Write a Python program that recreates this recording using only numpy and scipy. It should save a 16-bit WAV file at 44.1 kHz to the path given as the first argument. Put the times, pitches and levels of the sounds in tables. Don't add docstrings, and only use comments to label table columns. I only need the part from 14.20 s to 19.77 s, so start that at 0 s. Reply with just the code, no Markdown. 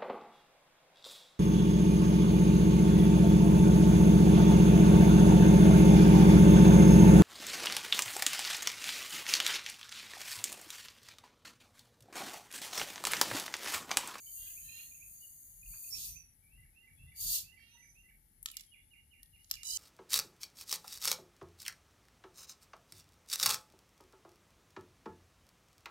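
import sys
import numpy as np
from scipy import signal
from scipy.fft import rfft, irfft, next_fast_len
from scipy.io import wavfile
from scipy.ndimage import uniform_filter1d

SR = 44100
rng = np.random.default_rng(int(sys.argv[2]) if len(sys.argv) > 2 else 0)


def int16_out(signal):
    q = np.round(np.clip(np.atleast_2d(signal).T, -1, 1) * 32767)
    wavfile.write(sys.argv[1], SR, q.astype(np.int16))


N = 245824


def undb(db):
    return 10 ** (np.asarray(db) / 20)


def unit(x):
    return x / np.sqrt(np.mean(x ** 2))


def decay(t, t60):
    return 1000. ** (-t / t60)


def played(tables, column, rest):
    t, out = np.arange(N) / SR, np.full(N, float(rest))
    for rows in map(np.array, tables):
        on = (t >= rows[0, 0]) & (t <= rows[-1, 0])
        out[on] = np.interp(t[on], rows[:, 0], rows[:, column])
    return out


def arch(start, top, end, db, edge_db, *glides):
    share = np.array([0, .4, 1])
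    rise = start + (top - start) * share
    fall = end - (end - top) * share[1::-1]
    s = np.r_[rise, fall]
    level = db + edge_db * (1 - np.r_[share, share[1::-1]]) ** 2
    lines = [np.interp(s, (start, end), g) for g in glides]
    further = np.transpose(lines[1:]) if lines[1:] else level
    return np.c_[s, lines[0], level, further]


def colour(x, points):
    size = next_fast_len(N + SR // 10)
    hz, db = np.transpose(points)
    f = np.maximum(np.arange(size // 2 + 1) * SR / size, 1)
    gain = undb(np.interp(np.log(f), np.log(hz), db))
    return irfft(rfft(x, size) * gain, size)[..., :N]


def band(x, hz, width, order=2):
    edges = [hz - width / 2, min(hz + width / 2, .49 * SR)]
    return signal.sosfilt(signal.butter(order, edges, "band", fs=SR, output="sos"), x)


def noise(channels=None):
    return rng.standard_normal(N if channels is None else (channels, N))


def walk(rate):
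    k = int(SR / rate)
    steps = np.repeat(rng.standard_normal(N // k + 1), k)
    return unit(uniform_filter1d(uniform_filter1d(steps, k), k)[:N])


def tone(hz, db):
    return np.sqrt(2) * undb(db) * np.sin(2 * np.pi * np.cumsum(hz) / SR)


def reed(tables, body, waver, scatter_db, rasp_db, count, boost_db=0., boost_hz=1., width=500.):
    hz = played(tables, 1, 500)
    phase = 2 * np.pi * np.cumsum(hz * (1 + waver * walk(450))) / SR
    partials = 0
    for k in range(1, count + 1):
        lift_db = boost_db * np.exp(-((k * hz - boost_hz) / width) ** 2)
        gain = undb(scatter_db * walk(11) + rasp_db * walk(350) + lift_db)
        partials = partials + gain * np.sin(k * phase + 2 * np.pi * rng.random())
    return colour(partials * undb(played(tables, 2, -140)), body)


# frequency_hz, relative density_db (per Hz)
HUSH_SPECTRUM = [(15, -30.5), (25, -6.5), (92, -10.5), (575, -23.5), (863, -21.5), (1040, -30),
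                 (1610, -22.5), (2220, -17.5), (2480, -32.5), (2760, -25), (3620, -27), (8830, -25),
                 (11000, -23.5), (12500, -25), (16000, -55)]
HUSH_DB = -75
# pitch_hz, level_db
HUM = (867, -98)
# frequency_hz, width_hz, level between thuds_db, share of the thud_db
RUMBLE_BANDS = [(41.07, 12.3, -78.5, -1), (82, 46.7, -78, -2.5), (141.5, 53, -86, -7.5)]
# peak_s, deep part_db, upper part_db (both before each band's share)
THUDS = [(0.05, -77, -74), (0.22, -72, -74.5), (0.46, -64, -65), (0.85, -70, -74), (1.33, -69, -74.5),
         (1.48, -59.5, -62.5), (1.78, -61.5, -66.5), (1.922, -60, -58.5), (2.331, -68, -73),
         (2.42, -69, -65), (2.74, -68.5, -71.5), (2.85, -62, -58), (3.068, -54.5, -54.5),
         (3.24, -72, -68.5), (3.789, -72.5, -82), (3.98, -69.5, -75), (4.22, -72, -80), (4.39, -74, -88),
         (5.05, -72, -82), (5.14, -70.5, -73), (5.36, -62.5, -72), (5.551, -67.5, -74)]
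THUD_RISE_S, THUD_FALL_S = 0.05, 0.068


def air():
    shared = colour(noise(), [(250, 7), (700, -14.0)])
    hush = colour(noise(2) + shared, HUSH_SPECTRUM)
    hush = hush / np.std(band(hush, 4593, 9060)) * undb(HUSH_DB + 1.0 * walk(3.43))
    out = hush + tone(np.full(N, HUM[0]), HUM[1])
    thuds = np.array(THUDS)
    late = np.arange(N) / SR - thuds[:, :1]
    shape = np.exp(-(late / np.where(late < 0, THUD_RISE_S, THUD_FALL_S)) ** 2)
    for column, (hz, width, calm_db, share_db) in zip((1, 2, 2), RUMBLE_BANDS):
        rumble = unit(band(noise() + 0.26 * noise(2), hz, width, order=3))
        calm = undb(calm_db + 2.5 * walk(3.4))
        out = out + rumble * (calm + undb(thuds[:, column] + share_db) @ shape)
    return out


# time_s, level_db
INSECT_LEVELS = [(0.0, -71), (1.44, -64), (1.95, -72.5), (3.68, -73.5), (4.45, -73), (4.78, -74.5),
                 (5.57, -71.5)]
# frequency_hz, width_hz, relative level_db
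INSECT_BANDS = [(9870, 420, -12.5), (10800, 570, -1.5), (12100, 770, -8.5), (13000, 920, -15.5)]


def insects():
    rate_hz = 70 * (1 + 0.04 * walk(22))
    throb = 1 + 0.17 * np.sin(2 * np.pi * np.cumsum(rate_hz) / SR)
    buzz = []
    for _ in range(2):
        bands = [unit(band(noise(), hz, w)) * undb(db + 2.0 * walk(5.96)) for hz, w, db in INSECT_BANDS]
        buzz.append(sum(bands))
    side_db = np.array([[6.5], [-12.]])
    return np.array(buzz) * throb * undb(played([INSECT_LEVELS], 1, -85) + side_db)


# time from the accent_s, pitch_hz, relative level_db
RISING = [(-.125, 2483, -20), (-.11, 2487, 3), (-.095, 2473, -26), (-.08, 2662, -3.5), (-.065, 2580, -59),
          (-.06, 2065, -23.5), (-.04, 2182, -14), (-.018, 2383, -6.5), (-.003, 2580, 3), (.012, 2725, -31)]
HOOKED = [(-.07, 1970, -13), (-.055, 2010, -4), (-.03, 2079, -10.5), (-.012, 2310, 0.5), (0, 2198, -5),
          (.008, 1773, -6.5), (.018, 1650, -43)]
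FALLING = [(-.008, 2780, -20), (-.002, 2724, -8.5), (.003, 2412, 1.5), (.009, 2170, 0.5), (.02, 2023, -11),
           (.03, 1985, -21)]
HELD_HOOKED = [(-.16, 2454, -27), (-.14, 2550, -12), (-.11, 2745, -9.5), (-.05, 2740, -17),
               (0, 2746, -21.5)]
HELD_FALLING = [(-.035, 3014, -28), (-.02, 2886, -9), (.02, 2797, -10.5), (.06, 2850, -10.5),
                (.1, 2880, -33)]
# accent_s, level_db (added to the shape)
RISING_AT = [(0.388, -66), (.605, -61), (0.833, -64), (1.544, -64), (1.757, -62), (1.974, -64.5)]
HOOKED_AT = [(2.446, -68.5), (2.691, -66.5), (2.935, -65), (3.17, -77), (3.389, -64.5), (3.641, -65.5),
             (3.904, -66.5)]
FALLING_AT = [(4.338, -66), (4.542, -67.5), (4.736, -67.5), (4.936, -69), (5.158, -70.5), (5.369, -61)]
# start_s, length_s, start pitch_hz, end pitch_hz, level_db
FAR_NOTES = [(0., 0.12, 3050, 3090, -73), (0.01, 0.055, 2260, 2260, -74), (1.004, 0.068, 2910, 2980, -75.5),
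             (2.205, 0.1, 2276, 2350, -79), (2.759, 0.041, 3392, 3500, -73.5),
             (2.855, 0.047, 3490, 3560, -72.5), (3.53, 0.04, 942, 937, -79), (3.58, .16, 5000, 5290, -89),
             (4.44, 0.22, 3155, 3520, -86), (4.969, 0.09, 1850, 1900, -82)]
SONG_SCATTER_DB = 2.2


def sing(*pairs):
    return [np.array(shape) + [s, 0, db] for shape, times in pairs for s, db in times]


def songbirds():
    sung = sing((RISING, RISING_AT), (HOOKED, HOOKED_AT), (FALLING, FALLING_AT))
    held = sing((HELD_HOOKED, HOOKED_AT), (HELD_FALLING, FALLING_AT))
    lone = []
    for s, length, first, last, db in FAR_NOTES:
        swell = [(s, first, db - 18), (s + 0.028, first, db)]
        fade = [(s + length - .02, last, db), (s + length, last, db - 31)]
        lone.append(swell + fade)
    notes = 0
    for voice, rough in ((sung, .01), (held, .02), (lone, .018)):
        hz = played(voice, 1, 2500) * (1 + rough * walk(150))
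        notes = notes + tone(hz, played(voice, 2, -140) + SONG_SCATTER_DB * walk(60))
    return notes


# start_s, loudest_s, end_s, first pulse rate_hz, last pulse rate_hz,
# level_db of a partial (before scatter and filters), first throat resonance_hz, last throat resonance_hz
NASAL_CALLS = [(.16, 0.235, 0.35, 395.3, 416, -71, 3520, 3430),
               (0.407, 0.584, 0.67, 436.8, 475, -66.5, 4030, 4240),
               (3.367, 3.427, 3.61, 453.7, 475.4, -75.5, 4600, 3530)]
# frequency_hz, level_db
NASAL_BODY = [(1000, -31.5), (1400, -23), (1900, -3), (2300, -19.5), (2800, 0), (3700, -9), (4300, -9),
              (4800, -16), (5300, -6), (6000, -42)]
NASAL_EDGE_DB = -16.5
NASAL_SCATTER_DB, NASAL_RASP_DB = 2.5, 2.5


def nasal_caller():
    calls = [arch(start, top, end, db, NASAL_EDGE_DB, (f0, f1), (r0, r1))
             for start, top, end, f0, f1, db, r0, r1 in NASAL_CALLS]
    throat_hz = played(calls, 3, 4000)
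    return reed(calls, NASAL_BODY, 0.0072, NASAL_SCATTER_DB, NASAL_RASP_DB, count=13,
                boost_db=12.0, boost_hz=throat_hz, width=290.0)


# delay_s, height_db
ECHOES = [(.027, -25.5), (0.0415, -31)]
BIRD_ECHOES = [(.022, -31), (0.044, -25.5), (.07, -30)]


def yard(x, echoes, tail_db, t60, grass_db):
    t = np.arange(int(.5 * SR)) / SR
    tail = undb(tail_db) * decay(t, t60) * (t > .012)
    grass = undb(grass_db) * decay(t, 0.013)
    response = rng.standard_normal((2, len(t))) * (tail + grass)
    for s, db in echoes:
        smear = (t > s) * np.exp(-abs(t - s) / 0.0019)
        response += rng.standard_normal((2, len(t))) * undb(db) * smear
    response = signal.sosfilt(signal.butter(1, 7000, fs=SR, output="sos"), response)
    response[:, 0] += 1
    return signal.fftconvolve(x * np.ones((2, 1)), response, axes=1)[:, :N]


# frequency_hz, left minus right_db
SHADE = [(500, -12), (1500, 7), (2500, 11.5), (3500, -7.5), (6500, -11), (8500, -3), (10000, 5), (12500, 7),
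         (14000, 4.5), (16000, -2.5)]


def ports(x, lag):
    hz, db = np.transpose(SHADE)
    left = colour(x[0], np.c_[hz, db / 2])
    right = colour(np.r_[np.zeros(lag), x[1, :-lag]], np.c_[hz, -db / 2])
    return np.array([left, right])


# start_s, frequency_hz, width_hz, peak level_db (rms at onset), t60_s
BUMPS = [(1.538, 1370, 1290, -70, 0.22), (1.773, 186, 115, -62, 0.16), (2.835, 97, 84, -65.5, 0.13)]


def bumps():
    t = np.arange(N) / SR
    return sum(unit(band(noise(), hz, w)) * undb(db) * (t > s) * decay(abs(t - s), t60)
               for s, hz, w, db, t60 in BUMPS)


# start_s, end_s, middle part start_db, middle part end_db,
# sharp part start_db, sharp part end_db
SCRAPES = [(4.232, 4.454, -90, -72, -69, -73), (5.03, 5.31, -87, -79, -80, -83),
           (5.295, 5.44, -65, -68, -66, -71)]


def scrape():
    slips = noise() * undb(4.4 * walk(700) + 2.0 * walk(73))
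    turns = [[(start, mid_a, sharp_a), (end, mid_b, sharp_b)]
             for start, end, mid_a, mid_b, sharp_a, sharp_b in SCRAPES]
    middle = unit(band(slips, 6000, 6000)) * undb(played(turns, 1, -140))
    sharp = unit(band(slips, 11000, 5000)) * undb(played(turns, 2, -140))
    return middle + sharp


# start_s, middle part peak_db, hollow part peak_db, sharp part peak_db,
# left minus right_db (peaks are before this pan and the bass cut)
CRACKS = [(4.2285, -69, -74, -34, 5), (4.259, -21, -42.5, -26, 4.5), (4.315, -46.5, -69, -36.5, -10),
          (4.3686, -26, -76, -28, -4.5), (4.408, -40, -77, -39, 1), (5.031, -44, -71, -39.5, -1.5),
          (5.2447, -52, -73, -62, -12.5), (5.3007, -48, -69, -46, -10), (5.312, -16.5, -45.5, -21.5, 0.5),
          (5.4324, -30, -52.5, -41, 0)]
# pitch_hz, relative level_db, t60_s
CAP_MODES = [(1144, -8.5, 0.045), (1304, 6.5, 0.035), (1800, 10.5, 0.025), (2450, -4, 0.041),
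             (2980, -9, .02)]


def cracks():
    length = 1500
    t, out = np.arange(length) / SR, np.zeros((2, N + length))
    ring = sum(undb(db) * np.sin(2 * np.pi * hz * t) * decay(t, t60) for hz, db, t60 in CAP_MODES)
    for s, mid_db, hollow_db, sharp_db, pan_db in CRACKS:
        burst = rng.standard_normal(length) * (decay(t, 0.0047) + 0.54 * decay(t, 0.027))
        parts = band(burst, 6520, 6440), ring, band(burst, 11470, 4860)
        snap = sum(undb(db) * p / abs(p).max() for db, p in zip((mid_db, hollow_db, sharp_db), parts))
        i = int(s * SR)
        out[:, i:i + length] += snap * undb(np.array([[pan_db], [-pan_db]]) / 2)
    return signal.sosfilt(signal.butter(4, 880, "high", fs=SR, output="sos"), out[:, :N])


# time_s, flutter rate_hz, level_db of a partial (before scatter and body),
# unsteadiness (share of the rate)
SQUEAL = [
    [(5.44, 972, -64, 0.007), (5.452, 978, -49.5, 0.007), (5.467, 1001, -46.5, 0.0065),
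     (5.495, 971, -45, .008), (5.52, 1000, -44.5, 0.012), (5.545, 1010, -44, 0.023),
     (5.575, 1020, -42.5, 0.02)],
]
# frequency_hz, level_db
SQUEAL_BODY = [(900, -31.5), (2000, -35), (3000, -5), (4000, -8), (5000, -3), (6000, -2.5), (7000, 1.5),
               (8000, -9.5), (9000, -6.5), (12000, -22), (15500, -40)]
SQUEAL_SCATTER_DB, SQUEAL_RASP_DB = 1.5, 3.5


def squeal():
    return reed(SQUEAL, SQUEAL_BODY, played(SQUEAL, 3, 0), SQUEAL_SCATTER_DB, SQUEAL_RASP_DB, count=15)


# loudest_s, swell_s, fade_s, start pitch_hz, end pitch_hz, peak level_db (before flutter)
WHISTLES = [(1.73, 0.032, .07, 5450, 5560, -52.5), (1.899, 0.11, 0.24, 5900, 5930, -55),
            (1.979, 0.095, 0.047, 6110, 6110, -56.5), (3.62, 0.21, 0.28, 5920, 6160, -68)]
WHISTLE_EDGE_DB = -26.5


def whistles():
    out = 0
    for s, swell, fade, first, last, db in WHISTLES:
        curve = [arch(s - swell, s, s + fade, db, WHISTLE_EDGE_DB, (first, last))]
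        hz = played(curve, 1, 6000) * (1 + 0.0044 * walk(250))
        out = out + tone(hz, played(curve, 2, -140) + 4.1 * walk(90))
    return out


# time_s, jet level_db, opening of the gap (0-1)
GAS = [
    [(0.0, -56.5, 0.18), (0.1, -54.5, 0.31), (0.17, -50, 0.34), (0.38, -53, 0.19), (0.6, -54.5, 0.02),
     (0.73, -57.5, .0), (0.9, -60, 0.2), (1.0, -57.5, .35), (1.2, -60.5, 0.29), (1.43, -61.5, 0.2),
     (1.53, -52, 0.39), (1.68, -50.5, 0.47), (1.73, -49.5, .6), (1.77, -48, 0.95), (1.85, -46, 0.89),
     (1.91, -52.5, 0.81), (1.96, -61.5, 0.64), (2.07, -87, 0.5)],
    [(2.92, -97, 0.5), (2.95, -72, 0.7), (2.962, -58, 0.8), (2.984, -52, 0.67), (3.01, -43, 0.84),
     (3.16, -36, 0.98), (3.2, -47, 1), (3.294, -76, 0.55), (3.36, -87, 0.6)],
    [(5.435, -72, .1), (5.45, -59, 0), (5.51, -49, 1), (5.575, -49, .5)],
]
# frequency_hz, relative density_db (per Hz)
JET_SPECTRUM = [(6500, -34.5), (7400, -12), (9000, -3.5), (10500, -2.5), (12000, 2), (13500, -1),
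                (15300, 1), (15800, -37), (16500, -43)]
# frequency_hz, width_hz,
# level over the jet_db when nearly shut, half open and wide open, flicker_db
AIR_SPACES = [(6757, 650, -4.5, -9, -10, 0.53), (4590, 335, -37.5, -11, -14.5, 3.1),
              (6300, 5700, -26.5, -24, -1.5, 0.98), (2830, 310, -28, -40, -18.5, 3.6)]


def spray():
    return noise() + 1.02 * noise(2)


def gas():
    jet = colour(spray() * undb(1.1 * walk(900) + 1.0 * walk(24.87)), JET_SPECTRUM)
    out = jet / np.std(band(jet, 9810, 5870))
    opening = played(GAS, 2, 0)
    for hz, width, *db, flicker_db in AIR_SPACES:
        level_db = np.interp(opening, (0, .5, 1), db) + flicker_db * walk(14)
        out = out + unit(band(spray(), hz, width, order=4)) * undb(level_db)
    return out * undb(played(GAS, 1, -140))


def scene():
    birds = songbirds() + nasal_caller()
    far = yard(birds, BIRD_ECHOES, tail_db=-26.5, t60=0.34, grass_db=-14.5) * undb([[-3.5], [3.5]])
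    bottle = scrape() + cracks() + squeal() + whistles() + gas()
    near = ports(yard(bottle, ECHOES, tail_db=-38, t60=0.29, grass_db=-24.5), lag=10)
    return air() + insects() + far + bumps() + near


TOP_HZ = 16400


def record(dry):
    return signal.sosfilt(signal.ellip(10, .2, 70, TOP_HZ, fs=SR, output="sos"), dry)


dry = scene()
out = record(dry)
int16_out(out)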